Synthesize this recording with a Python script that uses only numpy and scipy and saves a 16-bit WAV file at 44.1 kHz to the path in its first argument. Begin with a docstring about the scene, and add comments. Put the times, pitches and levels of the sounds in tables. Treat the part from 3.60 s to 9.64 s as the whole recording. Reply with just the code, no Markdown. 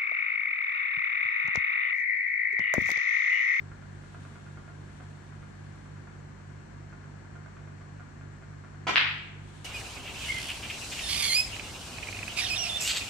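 """A cue strikes the white ball, which clicks against another ball, in a hard-walled billiard room.
Each blow is a short pressure pulse, and the wooden shaft rings after the first. Both reach the stereo
microphone directly, then as early echoes and a diffuse tail. In the background a cooling unit hums
(rotor orders, mains buzz) and blows air, its fan grazing the housing once a turn, now and then firmly
enough to tick. A faint treble rustle comes and goes as the player moves."""
import sys
import numpy as np
from scipy import signal
from scipy.fft import rfft, irfft
from scipy.io import wavfile
from scipy.ndimage import uniform_filter1d

SR = 44100
rng = np.random.default_rng(int(sys.argv[2]) if len(sys.argv) > 2 else 0)


def store_pcm(level_fs):
    """Save levels as 16-bit WAV."""
    pcm = np.round(np.clip(level_fs, -1, 1) * 32767).astype(np.int16)
    wavfile.write(sys.argv[1], SR, np.atleast_2d(pcm).T)


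N = 266584
SECONDS, FREQS = np.arange(N) / SR, np.fft.rfftfreq(N, 1 / SR)
SPLIT = np.array([[.5], [-.5]])   # shares a left-minus-right amount between the two sides
TAIL_DB = -26.8   # gain of the room's tail


def cue_strike():
    """The leather tip hits the white ball; the shaft knocks on the bridge hand, rings and shudders."""
    # the blow: t/s, level/dB, left minus right/dB, right lag/ms
    strike = (5.2695, -27, -2.0, .03)
    # its spectrum: f/Hz, level/dB
    colour = [(150, -38), (300, -11), (600, -11), (900, -6), (1400, -1.0), (2300, 0.0), (3300, -4),
              (5200, -13), (7500, -20), (10000, -35), (13500, -48), (15300, -30)]
    start, peak_db, pan_db, lag_ms = strike
    tip = pulse(start, peak_db, colour, width_ms=1.5)
    knock = pulse(start + .003, peak_db=-21, colour=colour, width_ms=.8)
    shudder_db, shudder_t60_s, rise_s = -25.5, .055, .003
    age = np.maximum(SECONDS - start, 0)
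    envelope = np.minimum(age / rise_s, 1) * from_db(shudder_db - 60 * age / shudder_t60_s)
    shudder = envelope * rms_one(stereo_noise(from_db(at_hz(colour, FREQS)), N)[0])
    sound = tip + knock + shaft_ring(start - .0008) + shudder
    return at_microphone(sound, pan_db, lag_ms, TAIL_DB + 3)


def shaft_ring(start):
    """The wooden shaft rings briefly; a thin rod radiates no bass, and the leather softens the top."""
    # shaft modes: f/Hz, level/dB, t60/s
    modes = [(350, -29.5, .016), (690, -40, .014), (950, -23, .0065), (1310, -33, .02), (1620, -34, .02),
             (2300, -32, .015)]
    click = np.zeros(N)
    click[round(start * SR)] = 1
    ringing = sum(from_db(level_db) * ring(click, hz, t60) for hz, level_db, t60 in modes)
    return signal.sosfilt(signal.butter(2, [200, 2200], "band", fs=SR, output="sos"), ringing)


def ball_click():
    """Two hard balls meet and send out one short, bright pulse."""
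    # the collision: t/s, level/dB, left minus right/dB, right lag/ms
    collision = (5.3586, -2.0, 2.5, .045)
    # its spectrum: f/Hz, level/dB
    colour = [(200, -40), (500, -23), (850, -15), (1400, -6), (1900, -3.6), (2630, 0.0), (3600, -8),
              (5200, -21), (6100, -39), (9000, -46), (13000, -62), (15300, -46)]
    start, peak_db, pan_db, lag_ms = collision
    return at_microphone(pulse(start, peak_db, colour, width_ms=.8), pan_db, lag_ms, TAIL_DB)


def pulse(centre_s, peak_db, colour, width_ms):
    """One short symmetric pressure pulse: push, rarefaction, push."""
    shape = irfft(from_db(at_hz(colour, FREQS)), N)
    from_centre_ms = 1000 * np.minimum(SECONDS, N / SR - SECONDS)
    shape = -shape / shape[0] * np.exp(-.5 * (from_centre_ms / width_ms) ** 2)
    return irfft(rfft(shape) * arrivals([centre_s * 1000], [from_db(peak_db)], N), N)


def at_microphone(sound, pan_db, lag_ms, tail_db):
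    """A blow on the table arrives directly (later on the right) and through the room."""
    right = irfft(rfft(sound) * arrivals([lag_ms], [1], N), N)
    return np.array([sound, right]) * from_db(pan_db * SPLIT) + room(sound, tail_db)


def room(sound, tail_db):
    """Hard walls return first echoes, then a diffuse tail that builds up and dies band by band."""
    # echoes off cushion, lamp shade, ceiling and walls: delay/ms, left/dB, right/dB, right lag/ms
    echoes = [(1.8, -15, -20, .3), (7.9, -2.0, -3.5, .3), (9.3, -6.5, -8, .4), (12.1, -10, -8, .05),
              (19.6, -12, -7, .05), (22.6, -7, -8, .3), (25.4, -8, -10, -.8)]
    # reverberation time: f/Hz, t60/s
    decay = [(200, .45), (500, .5), (1000, .62), (2000, .7), (4000, .6), (8000, .38), (15000, .25)]
    # lean of the tail: f/Hz, left minus right/dB
    balance = [(300, -1.0), (1000, .5), (2500, 0.0), (4000, 3.5), (8000, 1.5)]
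    build_s, clump_db, clump_s, merge_s = .008, 4, .0015, .08
    t, hz = np.arange(SR) / SR, np.fft.rfftfreq(SR, 1 / SR)
    ms, left_db, right_db, lag = np.transpose(echoes)
    early = irfft([arrivals(ms, from_db(left_db), SR), arrivals(ms + lag, from_db(right_db), SR)], SR)
    lean = from_db(at_hz(balance, hz) * SPLIT)
    tail = 0
    for centre in 125 * 2. ** np.arange(8):
        octave = np.clip(1 - abs(np.log2((hz + 1) / centre)), 0, 1) ** .5
        tail += stereo_noise(octave * lean, SR) * from_db(-60 * t / at_hz(decay, centre))
    tail *= from_db(tail_db) * (1 - np.exp(-t / build_s))
    # young reflections arrive in clumps; later ones merge
    clumps = flutter((2, SR), clump_s)
    depth_db = clump_db * np.exp(-t / merge_s)
    tail *= from_db(depth_db * clumps - depth_db ** 2 * np.log(10) / 20)   # same mean power
    return signal.fftconvolve(sound[None], early + tail)[:, :N]


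def fan_ticks():
    """A blade grazes the housing once a turn and rebounds, striking each mode with its own strength."""
    # firm touches: turn number (a fraction comes late), level/dB
    firm_touches = [(0, -49), (1, -52), (3, -53), (4, -47), (5, -48), (6, -50), (7, -52), (8, -48),
                    (9, -52), (11, -54), (12, -48), (15, -51), (16, -51), (21, -53), (22, -53), (30, -49),
                    (31, -53), (33, -53), (34, -50), (35, -48), (36, -50), (37, -51), (38.26, -50),
                    (40, -48), (42, -51), (44, -50), (46, -49)]
    # housing modes: f/Hz, level/dB, t60/s
    modes = [(715, -7.5, .04), (1210, -5, .028), (1430, 1.5, .03), (1560, -4, .024), (1940, -13, .02),
             (2085, -9, .025), (2420, -8, .018), (3000, -14, .012)]
    turn_s, first_s, jitter_s = .10701, .1166, .0006
    graze_db, spread_db, rebound_s, rebound_db, soft_hz = -59, 3.5, .006, -2.5, 2500
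    turns = np.arange(int((N / SR - first_s) / turn_s))
    chance = rng.standard_normal((len(turns), 2 + 2 * len(modes)))
    touches = first_s + turn_s * turns + jitter_s * chance[:, 0]
    touch_db = graze_db + spread_db * chance[:, 1]
    for turn, firm_db in firm_touches:
        touch_db[round(turn)] = firm_db
        touches[round(turn)] += turn_s * (turn - round(turn))
    rebounds = touches + rebound_s * rng.uniform(.4, 1.6, len(turns))
    housing = np.zeros(N)
    for k, (hz, mode_db, t60) in enumerate(modes):
        clicks, level_db = np.zeros(N), touch_db + mode_db
        clicks[(touches * SR).astype(int)] = from_db(level_db + 1.8 * chance[:, 2 + 2 * k])
        clicks[(rebounds * SR).astype(int)] = from_db(level_db + rebound_db + 3 * chance[:, 3 + 2 * k])
        housing += ring(clicks, hz, t60)
    ticks = signal.sosfilt(signal.butter(2, soft_hz, fs=SR, output="sos"), housing)
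    return ticks * from_db(-3 * SPLIT) + from_db(-2.5) * room(ticks, TAIL_DB - 9.5)


def cooler_hum():
    """Steady tones of rotor and mains, where neighbours beat slowly, and a thin motor whine."""
    # hum tones, the sum tone last: rotor order, buzz order, left rms/dB, right rms/dB, right lead/rad
    tones = [(1, 0, -60, -58, .2), (2, 0, -50, -50, .1), (3, 0, -61, -59, .1), (4, 0, -59, -61, .4),
             (0, 1, -59, -60, -.2), (1, 1, -53, -49, .45)]
    # motor whine: f/Hz, rms level/dB
    whine = [(2751, -87), (2832, -86), (2891, -87), (3047, -86)]
    rotor_hz, buzz_hz, rotor_rad, buzz_rad = 48.29, 100.06, .45, -.85
    out = 0
    for rotor, buzz, left_db, right_db, lead in tones:
        hz = rotor * rotor_hz + buzz * buzz_hz
        phase = (buzz_rad if buzz else rotor_rad) - lead * SPLIT
        out += from_db([[left_db], [right_db]]) * np.cos(2 * np.pi * hz * SECONDS + phase)
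    for hz, level_db in whine:
        out += from_db(level_db) * np.cos(2 * np.pi * (hz * SECONDS + rng.random((2, 1))))
    return np.sqrt(2) * out


def cooler_air():
    """The unit blows smooth noise, coloured by two low room modes and broader peaks above."""
    # airflow spectrum: f/Hz, relative level/dB
    colour = [(18, -28), (30, -9), (70, .5), (210, -3), (380, -5.5), (500, -11), (700, -12), (1000, -10.5),
              (1300, -13.5), (2100, -16.5), (3000, -26), (5000, -32), (8500, -31.5), (9800, -49),
              (12200, -50), (13500, -74)]
    # its lean: f/Hz, left minus right/dB
    balance = [(60, 0.0), (160, -2.5), (260, -1.0), (680, -2.0), (1150, 3.5), (1800, 6), (2920, 2.5),
               (4740, 6), (9000, 2.0)]
    # two low room modes, then broader peaks: f/Hz, width/Hz, left boost/dB, right boost/dB
    resonances = [(245, 50, 3, 3), (345, 30, 3, 2.0), (720, 80, 1.0, 2.5), (1640, 260, 6, 1.5),
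                  (4350, 400, 6, 3), (5600, 600, 3, 2.0), (6500, 1200, 3.5, 2.5), (7480, 350, 6, 3.5)]
    rms_db = -51
    level_db = at_hz(colour, FREQS) + at_hz(balance, FREQS) * SPLIT
    for centre, width, left_db, right_db in resonances:
        level_db += np.exp(-.5 * (2 * (FREQS - centre) / width) ** 2) * [[left_db], [right_db]]
    return from_db(rms_db) * rms_one(stereo_noise(from_db(level_db), N))


def cloth_rustle():
    """The player's clothes crumple unevenly: bright noise that swells with each movement."""
    # movements: crest t/s, level/dB, half width/s
    movements = [(.65, -66, .33), (1.4, -69, .3), (2.1, -72, .4), (6.0, -61, .17)]
    # cloth spectrum: f/Hz, relative level/dB
    colour = [(1500, -7), (3400, 2.5), (5000, -7), (8500, -4), (10500, -16), (14000, -32)]
    rest_db, crumple_db = -81, 1.0
    noise = rms_one(stereo_noise(from_db(at_hz(colour, FREQS)), N))
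    swells = sum(from_db(db) * np.exp(-((SECONDS - s) / width) ** 2) for s, db, width in movements)
    return noise * (from_db(rest_db) + swells) * from_db(crumple_db * flutter(N, smooth_s=.03))


def stereo_noise(gain, size):
    """Noise of a given spectrum whose two sides are as alike as a diffuse field makes them."""
    # likeness of the microphone's two sides: f/Hz, correlation
    likeness = [(60, 0.98), (110, 0.94), (210, 0.73), (390, 0.09), (730, -0.14), (1360, 0.17), (2540, 0.11),
                (4740, -0.05)]
    alike = at_hz(likeness, np.fft.rfftfreq(size, 1 / SR))
    mid, side = rfft(rng.standard_normal((2, size)))
    return irfft(gain * (np.sqrt(1 + alike) * mid + np.sqrt(1 - alike) * side * [[1], [-1]]), size)


def ring(clicks, hz, t60):
    """A unit click sets a sine of height 1 ringing."""
    r, w = from_db(-60 / (t60 * SR)), 2 * np.pi * hz / SR
    return signal.lfilter([0, np.sin(w)], [1, -2 * r * np.cos(w), r * r], clicks + 1e-18)


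def arrivals(delays_ms, gains, size):
    """Clicks at fractional delays, as a spectrum."""
    hz = np.fft.rfftfreq(size, 1 / SR)
    return sum(gain * np.exp(-2j * np.pi * hz * ms / 1000) for ms, gain in zip(delays_ms, gains))


def flutter(shape, smooth_s):
    """Smoothed random wavering of unit rms."""
    return rms_one(uniform_filter1d(rng.standard_normal(shape), int(smooth_s * SR)))


def at_hz(points, hz):
    """Read a table on a log-frequency axis."""
    knots_hz, values = np.transpose(points)
    return np.interp(np.log(hz + 1), np.log(knots_hz + 1), values)


def from_db(db):
    """Decibels to gain."""
    return 10 ** (np.asarray(db) / 20)


def rms_one(x):
    """Scale to unit rms."""
    return x / np.sqrt(np.mean(x ** 2) + 1e-20)


def scene():
    """The shot on the table, with the cooling unit and the player behind it."""
    ticks = fan_ticks()
    shot = cue_strike() + ball_click()
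    return shot + ticks + cooler_hum() + cooler_air() + cloth_rustle()


def record(dry):
    """A steep low-pass cuts the top, 70 dB down from 16.3 kHz."""
    return signal.sosfilt(signal.cheby2(12, 70, 16300, fs=SR, output="sos"), dry)


dry = scene()
out = record(dry)
store_pcm(out)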